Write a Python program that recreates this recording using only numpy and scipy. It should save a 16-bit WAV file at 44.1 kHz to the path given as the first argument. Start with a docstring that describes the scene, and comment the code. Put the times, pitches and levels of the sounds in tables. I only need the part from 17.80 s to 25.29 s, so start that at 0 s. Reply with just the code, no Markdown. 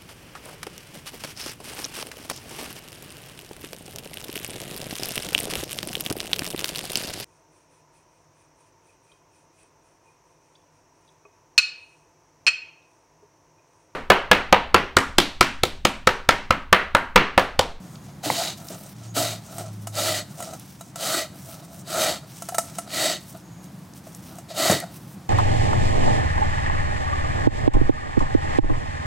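"""Grating a lemon over a steel bowl

A gloved hand draws a lemon seven times down a steel grater whose foot rests on the rim of a bowl.
The teeth snap through the peel and make the blade ring; now and then the peel snags and jolts it.
Between strokes the glove rustles and squeaks, the lemon skims back up and the grater taps the rim.
We listen from close by, in a quiet kitchen with a low rumble and a hum that swells twice."""
import sys
import numpy as np
from scipy import signal
from scipy.fft import rfft, irfft
from scipy.io import wavfile
from scipy.ndimage import uniform_filter1d

SR = 44100
rng = np.random.default_rng(int(sys.argv[2]) if len(sys.argv) > 2 else 0)


def to_wav(sig):
    """Store sig (one row per channel, or 1-D mono) as 16-bit WAV at the path in sys.argv[1].

    Samples outside -1..1 are clipped; the rate is SR.
    """
    pcm = np.clip(np.atleast_2d(sig), -1, 1) * 32767
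    pcm = np.round(pcm).astype(np.int16)
    wavfile.write(sys.argv[1], SR, pcm.T)  # frames by channels


N = 330353
TIME = np.arange(N) / SR  # seconds since the scene began
RING = TIME[:SR // 3]  # seconds since a blow, for short sounds


def undb(db):
    """Turn decibels into a number to multiply by."""
    return 10 ** (np.asarray(db) / 20)


def unit(x):
    """Scale a sound so that its average size (rms) is 1."""
    return x / np.sqrt(np.mean(x ** 2))


def band(x, lo, hi, order=2):
    """Keep what lies between two frequencies."""
    return signal.sosfilt(signal.butter(order, [lo, min(hi, SR * .49)], "band", fs=SR, output="sos"), x)


def highpass(x, hz, order=4):
    """Keep what lies above a frequency."""
    return signal.sosfilt(signal.butter(order, hz, "high", fs=SR, output="sos"), x)


def resonance(x, hz, width):
    """Ring at one pitch; the smaller the width in Hz, the longer the ring."""
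    return signal.lfilter(*signal.iirpeak(hz, hz / width, fs=SR), x)


def colour(x, points, size=4096):
    """Shape the tone of a sound along a curve of (frequency [Hz], level [dB]) points."""
    hz, db = np.transpose(points)
    freqs = np.maximum(np.fft.rfftfreq(size, 1 / SR), 1)
    gains = undb(np.interp(np.log(freqs), np.log(hz), db))
    # build the filter so that it never sounds before its input does
    cepstrum = irfft(np.log(gains))
    cepstrum[1:size // 2] *= 2
    cepstrum[size // 2 + 1:] = 0
    response = irfft(np.exp(rfft(cepstrum)))
    return signal.fftconvolve(x, response)[:len(x)]


def walk(rate, size=N):
    """A smooth random wobble of size 1 that turns `rate` times a second."""
    step = max(int(SR / rate), 2)
    stairs = np.repeat(rng.standard_normal(size // step + 1), step)
    return unit(uniform_filter1d(stairs, step)[:size])


def grains(rate, spread_db):
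    """Random clicks of uneven size, about `rate` a second."""
    clicks = (rng.random(N) < rate / SR) * rng.choice([-1, 1], N)
    sizes = undb(spread_db * np.clip(rng.standard_normal(N), -2, 2))
    return unit(clicks * sizes)


def fade(t60):
    """Die away by 60 dB in t60 seconds, the fade time."""
    return np.exp(-np.log(1000) * RING / t60)


def ramp(x):
    """A smooth step from 0 to 1."""
    return np.sin(np.pi / 2 * np.clip(x, 0, 1)) ** 2


def swell(start, length, edge_s=0.049):
    """Rise, hold and fall; a short swell has no hold."""
    edge = min(edge_s, length / 2)
    return ramp((TIME - start) / edge) * ramp((start + length - TIME) / edge)


def add(track, start, sound):
    """Mix a sound into a track at a time in seconds."""
    i = int(start * SR)
    track[i:i + len(sound)] += sound[:N - i]


def kitchen(level_db=-43, side_db=-22, air_side_db=-9, swell_db=0.86):
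    """The room rumbles almost alike in both ears, with a wider, airy hiss above."""
    # tone of the room's noise: (frequency [Hz], level [dB])
    room_tone = [(25, -20), (42, -29), (60, -14), (90, -7.5), (145, 0.5), (195, 0), (230, -10), (310, -10),
                 (420, -21.5), (800, -19), (1500, -26.5), (2800, -33), (7000, -34.5), (15900, -41.5)]
    mid, side = (unit(colour(rng.standard_normal(N), room_tone)) for _ in range(2))
    mid = mid * undb(level_db + swell_db * walk(3.5))
    side = colour(side, [(200, side_db), (500, air_side_db), (3500, air_side_db), (8000, -14.0)])
    return mid + undb(level_db) * side * np.array([[1], [-1]])


def glove(shift_db=2, crease_db=2.0, middle_db=-0.5, top_db=-3.0):
    """The glove crinkles as the hand goes back and grips anew; each fold shifts its tone."""
    # tone of the crinkle: (frequency [Hz], level [dB])
    crinkle_tone = [(500, -7), (1500, -7.5), (3000, -4), (4500, -4.5), (7000, 1), (10000, -2), (15900, -1)]
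    # flexes of the glove: (start [s], length [s], level [dB], extra treble [dB])
    flexes = [(0, .2, -54, -1), (.2, 0.13, -52, -8), (.73, 0.43, -48.5, -0.5), (.89, .09, -42.5, -11),
              (1.134, 0.19, -49, -7), (1.596, 0.34, -48.5, -6), (1.687, 0.18, -41.5, 0),
              (1.898, 0.19, -49.5, -1.5), (2.46, 0.49, -50, 0.5), (2.558, 0.19, -43, 0),
              (2.892, 0.24, -50, -2), (3.52, .31, -46, 1.5), (3.811, 0.23, -49.5, -0.5),
              (4.451, 0.44, -46.5, 0), (4.82, 0.254, -47.5, -2), (5.38, 0.256, -50.5, 1.5),
              (5.809, 0.073, -54.5, 6), (5.88, 0.26, -59.5, 3), (6.125, 0.091, -46.5, 1),
              (6.215, .42, -51.5, 1), (6.343, 0.047, -50, 9), (7.078, 0.31, -57.5, 3),
              (7.127, 0.068, -44, 6)]
    clicks = grains(rate=3500, spread_db=3.5) * undb(1.95 * walk(110))
    crinkle = unit(colour(clicks, crinkle_tone)) * undb(crease_db * walk(25))
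    bands = band(crinkle, 500, 5500, order=4), band(crinkle, 5500, 9000, order=4), highpass(crinkle, 9000)
    low, middle, top = (part * undb(shift_db * walk(23)) for part in bands)
    power = treble_power = 0
    for start, length, db, treble_db in flexes:
        flex = (undb(db) * swell(start, length)) ** 2
        power += flex
        treble_power += flex * undb(treble_db) ** 2
    return np.sqrt(power) * (low + undb(middle_db) * middle) + np.sqrt(treble_power) * undb(top_db) * top


def blade(force, place, stiffness=1, second_db=0, wander_db=1.77):
    """The steel rings at many pitches; the lemon's place (0 handle, 1 foot) sets how loud each is."""
    # the blade's rings: (pitch [Hz], width [Hz], level [dB], change from handle to foot [dB])
    rings = [(279.4, 6.5, -14.5, -18), (353.4, 50, -6.5, 12.5), (626, 68, 4, -2.5), (706, 25, -8.5, -5),
             (1209, 21, -16, -5), (1304, 125, -7, -3), (1959, 136, -7, 17.5), (2376, 134, -14, 0),
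             (3060, 430, -8, 1), (3754, 147, -4, 5.5), (3946, 110, -9, -19), (4254, 78, -4.5, 7),
             (4425, 82, -6, 2), (4735, 150, -15.5, -13), (5600, 84, -25, 7), (6190, 106, -8, 4),
             (6760, 90, -10, -2), (7200, 68, -13.5, 10), (7600, 90, -10, 16), (7870, 75, -8, 2),
             (8280, 51, -8, 1), (9440, 35, -13, 12), (10130, 240, -21, -7)]
    out = 0
    for hz, width, db, travel_db in rings:
        # the grip tunes the main pair of bending rings and frees or muffles the second pair
        tuned_hz = hz * stiffness if 500 < hz < 1000 else hz
        freed_db = second_db if 1000 < hz < 1600 else 0
        drive = undb(db + freed_db + travel_db * (place - .5) + wander_db * walk(18, size=len(force)))
        out += resonance(force * drive, tuned_hz, width)
    return out


def skims(gain_db=-1, top_db=-12):
    """A few teeth catch lightly as the lemon slides back up the blade."""
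    # light touches: (start [s], length [s], level [dB])
    touches = [(0, 0.22, -57), (.265, 0.055, -50), (0.754, 0.35, -48.5), (0.896, 0.094, -42),
               (1.186, 0.13, -49), (1.655, 0.27, -45), (1.747, 0.097, -34.5), (2.47, 0.15, -53),
               (2.564, 0.22, -40), (3.502, 0.1, -48.5), (3.642, 0.23, -46.5), (3.838, 0.24, -54.5),
               (4.41, 0.069, -46), (4.87, 0.19, -49.5), (5.055, .04, -41), (5.514, .08, -45.5),
               (6.474, 0.13, -48.5), (7.005, .055, -36), (7.03, .09, -48)]
    level = np.sqrt(sum((undb(db) * swell(start, length)) ** 2 for start, length, db in touches))
    ringing = blade(grains(rate=990, spread_db=4.5), place=.1, stiffness=1.064)
    skim = unit(colour(ringing, [(250, 5.0), (700, 0.0), (1400, 1), (3000, top_db), (9000, top_db)]))
    return undb(gain_db) * level * skim


def squeaks(hz=6660, width_hz=130):
    """The rubber glove sticks and slips on the peel in a thin, unsteady note."""
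    # slips of the glove: (start [s], length [s], level [dB])
    slips = [(0, 0.39, -66), (1.25, 0.098, -51), (5.617, 0.3, -61)]
    note = unit(band(rng.standard_normal(N), hz - width_hz / 2, hz + width_hz / 2, order=1))
    return note * sum(undb(db) * swell(start, length) for start, length, db in slips)


def snaps(gain_db=-4, t60=0.012, edge_ratio=1.38):
    """Single crinkles of the glove and flicks of zest, each a tiny burst of noise."""
    # tiny snaps: (time [s], level [dB], centre frequency [Hz])
    flicks = [(0.156, -32.5, 3600), (0.8858, -23.5, 5570), (0.9792, -39, 4060), (2.1535, -22, 6250),
              (2.797, -30.5, 9870), (5.1043, -27, 3900), (5.573, -37, 9310), (5.8421, -35, 6590),
              (6.136, -36, 6350), (6.3487, -29.5, 8240), (6.556, -38, 7880), (7.002, -19.5, 9000)]
    out = np.zeros(N)
    for start, db, hz in flicks:
        noise = unit(band(rng.standard_normal(len(RING)), hz / edge_ratio, hz * edge_ratio))
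        add(out, start, undb(db + gain_db) * noise * fade(t60))
    return out


def rasping(tooth_rate=7000, spread_db=3.0, row_rate=330, row_db=0.74, grip_db=0.9, judder_db=1.0,
            ring_db=9, bend_fall_db=-3, foot_ring_db=2.5, tear_fall_db=-5, tear_slowing_db=-2.5):
    """Teeth snap through the peel: slow tugs bend the blade, quick snaps ring it, the peel hisses."""
    # strokes down the blade; the short one is the lemon settling on the teeth:
    # (start [s], length [s], speeding up [s], slowing down [s], level [dB], extra bending [dB],
    #  extra tearing [dB], first place [0-1], last place [0-1], pitch of the main rings [ratio],
    #  boost of the second pair of rings [dB])
    strokes = [(0.421, 0.35, 0.037, 0.12, -31, -0.044, -3, .02, 0.26, 1.1, -3.5),
               (1.336, 0.28, 0.046, 0.22, -28, 1.4, 0, 0.15, 0.67, 1.06, -1.5),
               (2.108, .34, .12, 0.094, -29, 0.98, -0.8, 0.13, 0.93, 1.004, 0),
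               (3.142, .352, .16, 0.14, -29, 1.2, 0.5, .05, 0.92, 1.02, 3.5),
               (4.029, 0.39, .23, 0.2, -26.5, 3, 0, .08, 0.75, 1.027, 2),
               (5.062, 0.35, 0.15, 0.15, -26.5, -1.5, -3, .27, 0.97, 1.017, -1),
               (6.675, 0.075, 0.039, 0.043, -41.5, 1.8, -4.5, .1, .16, 0.99, -8),
               (6.722, 0.34, 0.2, 0.31, -18.5, 1.8, -1.5, 0.35, 1, 1.023, 0)]
    # tone of the tearing peel: (frequency [Hz], level [dB])
    peel_tone = [(80, -11), (200, -12), (310, -3.5), (470, -8.5), (800, -9.5), (1050, -8), (1650, -8.5),
                 (2400, -5), (4300, -1.5), (5200, -5.5), (8000, -6.5), (10000, -6.5), (15900, -9)]
    flurries = undb(row_db * walk(row_rate) + grip_db * walk(35))
    tooth_clicks = flurries * grains(tooth_rate, spread_db)
    peel = colour(flurries * grains(tooth_rate, spread_db), peel_tone)
    judder = undb(judder_db * walk(90))
    out = np.zeros(N)
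    for start, length, attack, release, db, bend_db, tear_db, first, last, stiffness, boost_db in strokes:
        on = (TIME >= start) & (TIME < start + length)
        age = TIME[on] - start
        travel = age / length
        ending = ramp((length - age) / release)  # falls to 0 as the hand stops
        speed = ramp(age / attack) * ending
        place = first + (last - first) * travel
        sound = undb(ring_db) * blade(tooth_clicks[on], place, stiffness, boost_db) + peel[on]
        # towards its foot the blade is stiffer and rings more freely
        bend = unit(band(sound, 74, 1480, order=4)) * undb(bend_db + bend_fall_db * travel) * judder[on]
        rasp = unit(band(sound, 1505, 7250, order=4)) * undb(foot_ring_db * travel ** 4)
        # the tearing dulls as the teeth fill and the hand slows
        dulling_db = tear_fall_db * travel + tear_slowing_db * (1 - ending)
        tear = unit(highpass(sound, 6750)) * undb(tear_db + dulling_db)
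        out[on] += undb(db) * speed * (bend + rasp + tear)
    return out


def jolts(thud_t60=0.2, overtone_ratio=2.37, overtone_db=-9, overtone_t60=0.0094):
    """A snag lets go: the blade swings briefly in the hand and the bowl thuds on the counter."""
    # snags of the peel: (time [s], level [dB], pitch [Hz], fade time [s], thud boost [dB])
    snags = [(.437, -31, 734, 0.12, -30), (.458, -18.5, 617, 0.017, -11), (.464, -30, 300, .2, -22),
             (0.5012, 2, 870, 0.0081, -29), (.903, -28, 620, 0.03, -6.5), (1.365, -19.5, 620, 0.019, -5.5),
             (1.372, -31, 286, 0.21, -14), (1.808, -31.5, 712, 0.074, -9), (4.722, -28.5, 733, 0.064, -18),
             (6.268, -34.5, 640, 0.036, -10.5), (6.584, -33, 700, 0.021, -14),
             (6.709, -33.5, 650, 0.079, -30), (6.8975, -5, 634, 0.024, -11.5),
             (6.921, -5, 560, 0.012, -19.5)]
    # tone of the bowl's thud: (frequency [Hz], level [dB])
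    thud_tone = [(55, -35), (100, 8), (250, -0.5), (500, -1), (1000, -10), (2200, -18), (4000, -20.5)]
    out = np.zeros(N)
    for start, db, hz, t60, thud_db in snags:
        phase = 2 * np.pi * hz * RING
        # the soft peel stops the higher note almost at once
        overtone = undb(overtone_db) * np.sin(overtone_ratio * phase) * fade(overtone_t60)
        swing = 2 * (np.sin(phase) * fade(t60) + overtone) * (1 - fade(0.014))
        thud = unit(colour(rng.standard_normal(len(RING)), thud_tone)) * fade(thud_t60)
        add(out, start, undb(db) * (swing + undb(thud_db) * thud))
    return out


def hum(start_hz=114.8, sink_hz_per_s=9.3, waver=.002):
    """One low tone from further off swells twice while its pitch slowly sinks."""
    # swells of the hum: (start [s], length [s], level [dB])
    swells = [(1.083, 0.62, -37), (1.657, 0.88, -37.5)]
    age = TIME - swells[0][0]
    hz = (start_hz - sink_hz_per_s * age) * (1 + waver * walk(200))
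    level = sum(undb(db) * swell(start, length, edge_s=0.22) for start, length, db in swells)
    return level * np.sqrt(2) * np.sin(2 * np.pi * np.cumsum(hz) / SR)


def taps(ring_db=-15, crack_db=-3, low_db=4, crack_t60=0.038, shimmer_db=-16, shimmer_t60=0.25,
         scatter_db=4.0, detune=0.0131, chatter=0.33):
    """The grater's foot strikes the bowl's rim; each blow rings both in a slightly different way."""
    # blows on the rim: (time [s], level [dB], boost of the low rings [dB])
    blows = [(1.7818, -24, -10), (2.0705, -21.5, -7.5), (2.603, -24, -3.5), (2.6239, -24, -6),
             (2.7347, -29.5, -6), (3.0085, -30, -4.5), (3.1572, -23, -6), (4.6208, -24, -6),
             (4.6868, -19.5, -5), (4.7447, -17.5, -2.5), (4.7824, -8, -4), (4.9838, -18.5, -3),
             (6.5844, -35, -4.5), (6.9104, -12.5, -5)]
    # grater and bowl ringing together: (pitch [Hz], level [dB], fade time [s])
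    rings = [(676, 12, 0.051), (820, -1, 0.02), (1327, 5, 0.067), (2000, -9, 0.061), (2900, -8.5, 0.065),
             (3860, -9.5, 0.076), (5260, -22, .06), (6420, 1, 0.063), (6900, -4, 0.084), (7860, 5, 0.032),
             (8450, 0, 0.081), (9240, -5.5, 0.081), (9695, -12, 0.055)]
    # tone of steel hitting steel: (frequency [Hz], level [dB])
    crack_tone = [(200, -14), (430, -11), (800, 5.5), (1100, 5), (3500, -6.5), (6500, 0.5), (9000, 0),
                  (11000, -2.5), (15500, -5)]
    # the foot chatters once for each swing of the lowest ring
    bounces = 1 + chatter * np.cos(2 * np.pi * rings[0][0] * RING)
    out = np.zeros(N)
    for start, db, boost_db in blows:
        crack = colour(rng.standard_normal(len(RING)) * bounces * fade(crack_t60), crack_tone)
        # the bowl's many close, high rings blur into a shimmer
        shimmer = band(rng.standard_normal(len(RING)), 5500, 11000) * fade(shimmer_t60)
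        ring = 0
        for k, (hz, level_db, t60) in enumerate(rings):
            extra_db = boost_db + low_db if hz < 2500 else scatter_db * rng.standard_normal()
            tuned_hz = hz * (1 + detune * rng.standard_normal())
            tone = (-1) ** k * np.sin(2 * np.pi * tuned_hz * RING)
            ring += undb(level_db + extra_db) * fade(t60) * tone
        tap = undb(ring_db) * highpass(ring, 480) + undb(crack_db) * crack + undb(shimmer_db) * shimmer
        add(out, start, undb(db) * tap * (1 - fade(0.0071)))
    return out


def reflections(x, t60):
    """Scattered echoes from bowl, counter and walls."""
    tail = rng.standard_normal(len(RING)) * fade(t60) * (RING > .002)
    return signal.fftconvolve(x, tail / np.linalg.norm(tail))[:N]


def scene(room_db=-17, room_t60=0.47, side_db=-18.5, balance_db=-0.07):
    """The grater sits straight ahead in the kitchen; its echoes differ between the ears."""
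    near = rasping() + glove() + skims() + squeaks() + taps() + jolts() + snaps()
    mid = near + undb(room_db) * reflections(near, room_t60)
    # tone of the echoes that differ between the ears: (frequency [Hz], level [dB])
    side_tone = [(100, -21), (300, 4.5), (700, -11.5), (2300, -21), (4400, 2), (14000, 0.0)]
    side = undb(side_db) * colour(reflections(near, t60=0.22), side_tone)
    ears = np.array([[1], [-1]])
    return (mid + ears * side) * undb(ears * balance_db) + kitchen() + hum()


def record(dry):
    """The microphone loses the deepest bass, and the highest treble is cut off steeply."""
    top_hz = 15950
    thin = highpass(dry, 48, order=2)
    return signal.sosfilt(signal.ellip(12, .1, 80, top_hz, fs=SR, output="sos"), thin)


dry = scene()
out = record(dry)
to_wav(out)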